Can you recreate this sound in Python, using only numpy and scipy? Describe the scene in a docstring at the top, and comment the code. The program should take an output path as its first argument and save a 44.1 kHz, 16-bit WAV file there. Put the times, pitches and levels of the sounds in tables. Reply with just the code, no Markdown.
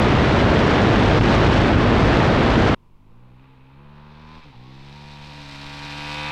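"""First, wind roars over a microphone riding on a dirt bike, with the engine droning under it.
Then we are suddenly at a quiet roadside, in a light breeze. Far off, a single-cylinder four-stroke
bike pulls away, eases off, speeds up again and shifts up once. Last, it comes closer under throttle:
its firings make the exhaust boom and bark, its metal parts rattle and its tyres hiss on the gravel."""
import sys
import numpy as np
from scipy import signal
from scipy.fft import rfft, irfft, next_fast_len
from scipy.io import wavfile
from scipy.ndimage import uniform_filter1d

SR = 44100
rng = np.random.default_rng(int(sys.argv[2]) if len(sys.argv) > 2 else 0)


def master_out(mix):
    """Clip the mix to full scale and print it as 16-bit PCM to the path in sys.argv[1]."""
    frames = np.transpose(np.atleast_2d(mix))
    ceiling = np.clip(frames, -1, 1)
    pcm = np.round(ceiling * 32767).astype(np.int16)
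    wavfile.write(sys.argv[1], SR, pcm)


N = 278271
TIME = np.arange(N) / SR


def from_db(db):
    """Turn decibels into a gain."""
    return 10 ** (np.asarray(db) / 20)


def rms_one(x):
    """Scale a sound so that its average strength (rms) is 1."""
    return x / np.sqrt(np.mean(x ** 2) + 1e-20)


def in_time(rows):
    """Draw straight lines between a table's rows: one curve for each column after the time."""
    times, *columns = np.transpose(rows)
    return [np.interp(TIME, times, column) for column in columns]


def at_hz(spectrum, hz):
    """Look up a spectrum's level in dB, with its frequencies spaced by octaves."""
    points, db = np.transpose(spectrum)
    return np.interp(np.log(hz), np.log(points), db)


def swell(at_s, half_s):
    """A bell-shaped bump of height 1."""
    return np.exp(-((TIME - at_s) / half_s) ** 2)


def coloured(x, spectrum):
    """Make each frequency of a sound louder or softer as a table says; rms 1."""
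    size = next_fast_len(N)
    hz = np.maximum(np.arange(size // 2 + 1) * SR / size, 1)
    return rms_one(irfft(rfft(x, size) * from_db(at_hz(spectrum, hz)), size)[:N])


def noise(spectrum):
    """Noise with a given spectrum; rms 1."""
    return coloured(rng.standard_normal(N), spectrum)


def butter(x, hz, kind, order=2):
    """Keep the lows, the highs or a band (a Butterworth filter)."""
    return signal.sosfilt(signal.butter(order, hz, kind, fs=SR, output="sos"), x)


def drift(rate_hz):
    """A smooth random wobble; rms 1."""
    return rms_one(butter(rng.standard_normal(N + SR), rate_hz, "low")[SR:])


def resonate(x, hz, width_hz):
    """Ring at one frequency; the narrower the width, the longer the ring."""
    r = np.exp(-np.pi * width_hz / SR)
    feedback = [1, -2 * r * np.cos(2 * np.pi * hz / SR), r * r]
    return signal.lfilter(np.array([1, 0, -1]) * (1 - r * r) / 2, feedback, x)


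def ring(x, modes):
    """Ring at several frequencies at once, every second one flipped in sign; rms 1."""
    return rms_one(sum((-1) ** k * from_db(db) * resonate(x, hz, width)
                       for k, (hz, width, db) in enumerate(modes)))


# Tone colour of the breeze over the fields: (frequency [Hz], level [dB])
BREEZE_SPECTRUM = [(12, -0.5), (24, -5), (50, -11.5), (100, -24), (300, -29.5), (500, -35), (700, -39.5),
                   (1000, -27.5), (1600, -50), (2500, -43), (5000, -55.5), (15000, -83)]
def breeze(level_db=-50.5, gust_db=1.0, hiss_db=-81.5):
    """A light breeze rises and falls over a faint, steady hiss."""
    gusts = from_db(level_db + gust_db * drift(1.5)) * noise(BREEZE_SPECTRUM)
    return gusts + from_db(hiss_db) * rng.standard_normal(N)


# Tone colour of the air rushing past the rider: (frequency [Hz], level [dB])
WIND_SPECTRUM = [(12, -24), (28, -8.5), (52, -2), (95, 0.5), (256, -2), (600, -8.5), (1580, -15.5),
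                 (3440, -25), (5650, -39), (8000, -52), (10000, -63), (11500, -73.5), (15500, -95.5)]
# How the wind's fine hiss rises and falls: (time [s], relative level [dB])
WIND_HISS = [(0.03, -39.5), (0.06, -40), (1.18, -38), (1.19, -43.5), (1.32, -35), (1.39, -39), (1.47, -37),
             (1.48, -40), (1.57, -37), (1.79, -43.5), (1.85, -41), (1.9, -40), (2.13, -37.5), (2.32, -40.5),
             (2.69, -39.5), (2.71, -42.5)]
# The air lets go of the microphone and slaps back: (time [s], build-up [s], level change [dB])
WIND_LULLS = [(1.208, .015, -11), (1.213, .004, 6.5), (1.231, .014, -6)]
def riding_wind(rumble_db=-18.0, rush_db=-18.5, hiss_db=2.5, gust_db=-0.37, flutter_db=1.0, eddy_db=1.0):
    """Air swirls at the microphone: big swirls rumble and make the finer rush and hiss flutter."""
    rumble = rms_one(butter(noise(WIND_SPECTRUM), 249, "low", order=4))
    rush = rms_one(butter(noise(WIND_SPECTRUM), [250, 4000], "band", order=4))
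    hiss = rms_one(butter(noise(WIND_SPECTRUM), 3910, "high", order=4))
    hiss_curve, = in_time(WIND_HISS)
    rush_curve = 0.43 * (hiss_curve - hiss_curve.mean())  # the rush partly follows the hiss
    slap_s = 0.0014
    lulls = sum(db * swell(s, np.where(TIME < s, build_s, slap_s)) for s, build_s, db in WIND_LULLS)
    eddies = eddy_db * rumble
    return (from_db(rumble_db + gust_db * drift(4.6)) * rumble
            + from_db(rush_db + rush_curve + eddies + lulls) * rush
            + from_db(hiss_db + hiss_curve + eddies + flutter_db * drift(48)) * hiss)


# The engine's strongest tone, heard by the rider: (time [s], pitch [Hz], relative level [dB])
DRONE_NOTE = [(0.1, 104.3, -43), (0.3, 100.2, -31.5), (0.54, 100.1, -44.5), (0.81, 105.9, -40.5),
              (1.01, 100.8, -23.5), (1.33, 106.9, -21), (1.62, 103.0, -16.5), (2.53, 102.8, -33.5),
              (2.65, 100.1, -24)]
def engine_drone(level_db=-4.5, waver_db=-3.5):
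    """The engine under the rider hums at one, two and three times its firing rate."""
    hz, level_curve = in_time(DRONE_NOTE)
    phase = np.pi * np.cumsum(hz) / SR  # the engine fires at half the listed pitch
    tones = from_db(-4.0) * np.sin(phase) + np.sin(2 * phase) + from_db(-14.5) * np.sin(3 * phase)
    return np.sqrt(2) * tones * from_db(level_curve + level_db + waver_db * drift(4.8))


def on_the_bike(window_s=0.019, squeeze=0.52):
    """Drone and wind, turned down whenever they swell, so that the bass pumps the treble."""
    sound = engine_drone() + riding_wind()
    power = uniform_filter1d(sound ** 2, int(window_s * SR))
    power = uniform_filter1d(power, int(window_s * SR / 2))
    return sound * (power / np.mean(power) + 1e-6) ** (-squeeze / 2)


def distance(speed_m_per_s=16.04, alongside_s=7.252, to_road_m=7.7):
    """Metres from the listener to the bike, which comes along the road at a steady speed."""
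    return np.hypot(to_road_m, speed_m_per_s * (alongside_s - TIME))


def loudness(firing_hz, throttle, base_db, nearer_db, octave_db, shut_db):
    """Level in dB: add nearer_db as the distance halves, octave_db as revs double, shut_db off throttle."""
    base_m, base_hz = 16.85, 74
    return (base_db + nearer_db * np.log2(base_m / distance())
            + octave_db * np.log2(firing_hz / base_hz) + shut_db * (1 - throttle))


def through_air(x, level_db, clear_db=-53.0, slope=1.0, dull_hz=3100):
    """Set a sound's level; the further it falls below clear_db, the duller and more distant it sounds."""
    treble_gain = from_db(slope * np.clip(level_db - clear_db, -20, 0))
    low, low_and_mid = (signal.sosfiltfilt(signal.butter(3, hz, fs=SR, output="sos"), x)
                        for hz in (dull_hz, 2 * dull_hz))
    mid, high = low_and_mid - low, x - low_and_mid
    return from_db(level_db) * (low + treble_gain * mid + treble_gain ** 2 * high)


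# Tone colour of tyres on gravel: (frequency [Hz], level [dB])
GRAVEL_SPECTRUM = [(150, -6), (400, -7), (800, -21), (1800, -4.5), (3000, -5), (3900, -1), (5000, -7),
                   (5800, -12.5), (6400, -18.5), (7100, -21.5), (8000, -21), (10000, -33.5), (12500, -36),
                   (15500, -45)]
# The gravel grows louder as the bike nears: (time [s], level before dulling [dB])
GRAVEL_LEVEL = [(2.8, -87), (3.42, -64.5), (3.78, -64.5), (4.0, -59), (4.35, -52.5), (4.55, -55.5),
                (4.8, -52), (4.95, -50), (5.2, -49), (5.4, -45.5), (5.85, -40.5), (6.12, -37.5),
                (6.3, -40.5)]
def tyres(stones_per_s=600, stone_db=-3):
    """Gravel hisses under the knobbly tyres and single stones click."""
    stones = (rng.random(N) < stones_per_s / SR) * rng.standard_normal(N)
    crunch = coloured(rng.standard_normal(N) + from_db(stone_db) * rms_one(stones), GRAVEL_SPECTRUM)
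    return through_air(crunch, in_time(GRAVEL_LEVEL)[0], clear_db=-48, slope=0.97, dull_hz=3800)


def pulses(cycle, rough, puff_s, uneven_db=-2.0):
    """One crack and a puff of noise each engine cycle; the rougher the engine, the more puff."""
    starts = np.diff(np.floor(cycle), prepend=np.floor(cycle[0]))
    cracks = starts * from_db(uneven_db * rough * rng.standard_normal(N))
    puffs = signal.lfilter([1], [1, -np.exp(-1 / (puff_s * SR))], cracks) * rng.standard_normal(N)
    return np.sqrt(1 - rough ** 2) * rms_one(cracks) + rough * rms_one(puffs)


def knocks(cycle, rough, hits, modes, puff_s):
    """Hits that come round every cycle make a metal part ring, never quite alike."""
    return ring(sum(from_db(db) * pulses(cycle + 1 - at, rough, puff_s) for at, db in hits), modes)


# Tone colour of the engine casing and chain: (frequency [Hz], level [dB])
CASING_SPECTRUM = [(300, -7), (600, -1.5), (1150, 3.5), (1500, -2), (1800, -2), (2000, 6.5), (2350, -1),
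                   (3000, -10), (3900, -14), (5000, -31), (6500, -30), (8000, -30), (10000, -29),
                   (15500, -52)]
def gears_and_chain(cycle, rough, loose=0.52, beat_db=3.5):
    """Gears and chain repeat one rattle every cycle, partly loose and loudest just after each firing."""
    size = 2048
    harmonics = np.exp(2j * np.pi * rng.random(size // 8))
    pattern = irfft(np.r_[0, harmonics], size)
    rattle = np.interp(cycle % 1, np.arange(size) / size, pattern, period=1)
    noisy = np.clip(loose + rough / 2, 0, 1)
    rattle = np.sqrt(1 - noisy ** 2) * rms_one(rattle) + noisy * rng.standard_normal(N)
    beat = from_db(beat_db * np.cos(2 * np.pi * (cycle - .1)))
    return coloured(rattle * beat, CASING_SPECTRUM)


SIDE_POWER = 3.4  # side-on sounds come in late in the turn: the share is raised to this power

# The piston knocks on both turns of the crank: (place in the cycle [0-1], level [dB])
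PISTON_HITS = [(0, -6), (.5, 0)]
# Ringing of the cylinder barrel: (frequency [Hz], width [Hz], level [dB])
BARREL_MODES = [(1284, 200, 4.5), (1465, 140, 5), (1604, 93, 7), (1796, 56, 4.5), (1880, 110, -6.5)]
def piston(cycle, rough, side_on, level_db=-3.0, hidden_db=-5.5):
    """The piston knocks on the cylinder barrel, which is heard best from the side."""
    barrel = knocks(cycle, 0.5 * rough, PISTON_HITS, BARREL_MODES, puff_s=0.0015)
    gain = from_db(level_db + hidden_db * (1.5 - side_on ** SIDE_POWER))
    return gain * rms_one(butter(barrel, [1150, 2300], "band"))


# The valves open and shut: (place in the cycle [0-1], level [dB])
VALVE_HITS = [(.03, 0), (.29, -7), (.55, -5), (.82, -10)]
# Ringing of the cylinder head: (frequency [Hz], width [Hz], level [dB])
HEAD_MODES = [(2340, 185, 1.5), (2606, 100, 2), (2775, 52, -1), (3110, 83, -4), (3430, 64, -6),
              (3740, 310, -5.5), (4530, 360, -20), (5850, 190, -28), (7940, 700, -29)]
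def valves(cycle, rough):
    """The valves strike the cylinder head with a crisp ticking."""
    head = knocks(cycle, np.clip(1.1 * rough, 0, 1), VALVE_HITS, HEAD_MODES, puff_s=0.0025)
    return rms_one(butter(head, [1900, 7000], "band"))


# Louder rattling where the revs peak and while coasting: (time [s], half-length [s], boost [dB])
RATTLE_FLARES = [(3.416, 0.058, 3.5), (3.55, 0.41, 5), (4.357, 0.072, 1)]
def engine_rattle(cycle, firing_hz, throttle, rough, side_on, gears_db=-4):
    """All the engine's metal parts together, dulled by the air while the bike is far away."""
    metal = valves(cycle, rough) + piston(cycle, rough, side_on)
    metal += from_db(gears_db) * gears_and_chain(cycle, rough)
    level_db = loudness(firing_hz, throttle, base_db=-33, nearer_db=19, octave_db=18, shut_db=2)
    flare_db = sum(db * swell(s, half_s) for s, half_s, db in RATTLE_FLARES)
    return from_db(flare_db) * through_air(metal, level_db)


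def wavering_tone(turns, phase_rough, level_rough, waver_rad=.7, waver_db=3, waver_hz=22):
    """One tone of the engine; uneven firing makes its pitch and level flutter."""
    phase = 2 * np.pi * turns + waver_rad * phase_rough * drift(waver_hz)
    return np.sqrt(2) * from_db(waver_db * level_rough * drift(waver_hz)) * np.cos(phase)


# How the exhaust shapes its low tones, head-on from afar: (frequency [Hz], level [dB])
BOOM_FRONT = [(60, -9), (100, 4.5), (125, 8), (158, 0), (195, -2), (235, -2.5), (268, -4.5), (292, -17.5),
              (328, -5.5), (365, -13), (430, -19), (505, -14), (575, -22.5), (700, -18.5)]
# The same, side-on from close by: (frequency [Hz], level [dB])
BOOM_SIDE = [(72, -6.5), (146, 1.5), (218, -11), (292, -1.5), (360, -30), (435, -33), (490, -18.5),
             (518, -4.5), (580, -19), (655, -13)]
# Coasting, the piston pumps twice a cycle and the note turns hollow; harmonics 1 to 9: (level [dB])
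BOOM_HOLLOW = [-4, 3.5, -11, -2, -20, -19, -14.5, -22, -30]
def exhaust_boom(cycle, firing_hz, coasting, rough, side_on):
    """Low tones at multiples of the firing rate (harmonics); the higher ones are more ragged."""
    side = (side_on / side_on.max()) ** SIDE_POWER
    boom = 0
    for k, hollow_db in enumerate(BOOM_HOLLOW, 1):
        front_db = (1 - coasting) * at_hz(BOOM_FRONT, k * firing_hz) + coasting * hollow_db
        db = (1 - side) * front_db + side * at_hz(BOOM_SIDE, k * firing_hz)
        ragged = rough * (k / 5) ** 1.3
        boom += from_db(db) * wavering_tone(k * (cycle + k / 20), ragged, ragged)
    return np.sqrt(2) * boom / np.sqrt(2)


def exhaust_honk(cycle, rough, harmonic=17, level_db=-2.5):
    """Labouring after the gear shift, the exhaust honks briefly on one tone."""
    return from_db(level_db) * swell(4.66, .08) * wavering_tone(harmonic * cycle, 2 * rough, rough)


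def whine(cycle, rough, side_on, harmonic=13, front_db=-4, side_db=-9):
    """A whine that climbs with the revs, clearest head-on."""
    gain = from_db(front_db + side_db * side_on) * np.sqrt(1 - rough)
    return gain * wavering_tone(harmonic * cycle, 2 * rough, rough)


# Ringing of the silencer, head-on from afar: (frequency [Hz], width [Hz], level [dB])
SILENCER_FRONT = [(858, 140, 2.5), (1047, 78, 2), (1110, 58, 2.5), (1240, 320, -5), (1397, 47, -0.5),
                  (1590, 190, -10)]
# The same, side-on from close by: (frequency [Hz], width [Hz], level [dB])
SILENCER_SIDE = [(736, 59, 1), (950, 143, 1.5), (1037, 81, 0.5), (1133, 64, -6)]
def exhaust_bark(cycle, rough, side_on, delay_s=0.00213):
    """The firings ring the silencer: a nasal note whose colour changes as the bike comes near."""
    firings = np.pad(pulses(cycle, rough, puff_s=0.038), (int(delay_s * SR), 0))[:N]
    side = side_on ** 0.12  # this colour changes early in the turn
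    note = np.sqrt(side) * ring(firings, SILENCER_SIDE) + np.sqrt(1 - side) * ring(firings, SILENCER_FRONT)
    return rms_one(butter(note, 777, "high", order=6))


def exhaust_cough(at_s=4.538, half_s=0.022, level_db=-51):
    """The silencer coughs as the firing catches again."""
    breath = rms_one(butter(ring(rng.standard_normal(N), SILENCER_FRONT), [750, 1150], "band"))
    return from_db(level_db) * swell(at_s, half_s) * breath


def exhaust_gas(side_on, level_db=-12.5):
    """Head-on, a breathy rush of gas runs on between the firings."""
    return (1 - side_on) * from_db(level_db) * rms_one(butter(rng.standard_normal(N), (300, 680), "band"))


# The firing drops out as the clutch is pulled and let in: (time [s], half-length [s], dip [dB])
CLUTCH_DIPS = [(4.422, 0.021, -18), (4.531, 0.011, -13)]
def exhaust(cycle, firing_hz, throttle, coasting, hoarse, rough, side_on):
    """Everything from the exhaust pipe; the gear shift dips the boom deeply and the bark a little."""
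    dip_db = sum(db * swell(s, half_s) for s, half_s, db in CLUTCH_DIPS)
    boom_db = loudness(firing_hz, throttle, base_db=-38, nearer_db=7, octave_db=16, shut_db=-3.5)
    bark_db = loudness(firing_hz, throttle, base_db=-34, nearer_db=12.5, octave_db=16.5, shut_db=-5.5)
    bark_db += 0.26 * dip_db - 2.5 * side_on - 1.5 * hoarse
    boom = exhaust_boom(cycle, firing_hz, coasting, rough, side_on)
    bark = exhaust_bark(cycle, rough, side_on) + exhaust_honk(cycle, rough) + whine(cycle, rough, side_on)
    return (from_db(boom_db + dip_db) * boom + from_db(bark_db) * bark
            + exhaust_cough() + from_db(boom_db) * exhaust_gas(side_on))


# The revs climb through one gear, then the next: (time [s], firing rate [Hz])
ENGINE_SPEED = [(2.78, 47.6), (2.95, 47.3), (3.02, 50.5), (3.21, 61.6), (3.38, 63.2), (3.44, 67.2),
                (3.57, 64.8), (3.7, 66.7), (3.86, 72.1), (4.14, 74.8), (4.38, 79.5), (4.46, 74.5),
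                (4.55, 60.2), (4.75, 67.4), (5.0, 72.4), (5.22, 72.4), (5.29, 74.0), (5.34, 71.8),
                (5.39, 73.4), (5.44, 70.8), (5.53, 70.5), (6.3, 74.5)]
# The rider opens the throttle in two steps, and again after the shift: (time [s], opening [0-1])
THROTTLE_OPENING = [(2.94, 0), (3.06, 0.4), (3.7, 0.4), (3.87, 0.9), (4.37, 0.6), (4.47, 0.4), (4.58, 0.8),
                    (4.84, 0.62), (4.95, 0.84)]
# The engine coasts when the rider eases off, and during the shift: (start [s], end [s])
COASTING_SPANS = [(3.391, 3.75), (4.42, 4.545)]
def approaching_bike(rough_shut=.45, rough_open=.06, rough_per_m=.005, coast_edge_s=.02):
    """Engine speed, throttle and distance drive the exhaust and the rattle, over the hiss of the tyres."""
    firing_hz, = in_time(ENGINE_SPEED)
    throttle, = in_time(THROTTLE_OPENING)
    coasting = sum(np.tanh((TIME - start) / coast_edge_s) - np.tanh((TIME - end) / coast_edge_s)
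                   for start, end in COASTING_SPANS) / 2
    hoarse = swell(5.36, 0.13)  # the note turns hoarse and softer for a moment
    # How unevenly the engine fires, from 0 to 1; air and ground blur the note more with every metre.
    rough = rough_shut + (rough_open - rough_shut) * throttle + .3 * hoarse + .12 * coasting
    rough = np.clip(rough + rough_per_m * distance(), 0, 1)
    side_on = np.interp(TIME, [4.45, 5.46], [0, 0.98])  # the bike turns: 0 is head-on, 1 is side-on
    cycle = np.cumsum(firing_hz * (1 + .005 * rough * drift(25))) / SR  # counts up by 1 each firing
    return (exhaust(cycle, firing_hz, throttle, coasting, hoarse, rough, side_on)
            + engine_rattle(cycle, firing_hz, throttle, rough, side_on) + tyres())


def scene(roadside_s=2.748, fade_s=.002):
    """First on the bike, then suddenly beside the road."""
    riding = np.clip((roadside_s - TIME) / fade_s, 0, 1)
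    return (riding * on_the_bike() + (1 - riding) * (approaching_bike() + breeze()))[None]


def record(dry, ceiling=.75, cutoff_hz=17000):
    """Round off the highest peaks and cut the very top of the treble."""
    rounded = dry / (1 + (dry / ceiling) ** 6) ** (1 / 6)
    return signal.sosfilt(signal.cheby2(12, 70, cutoff_hz, fs=SR, output="sos"), rounded)


dry = scene()
out = record(dry)
master_out(out)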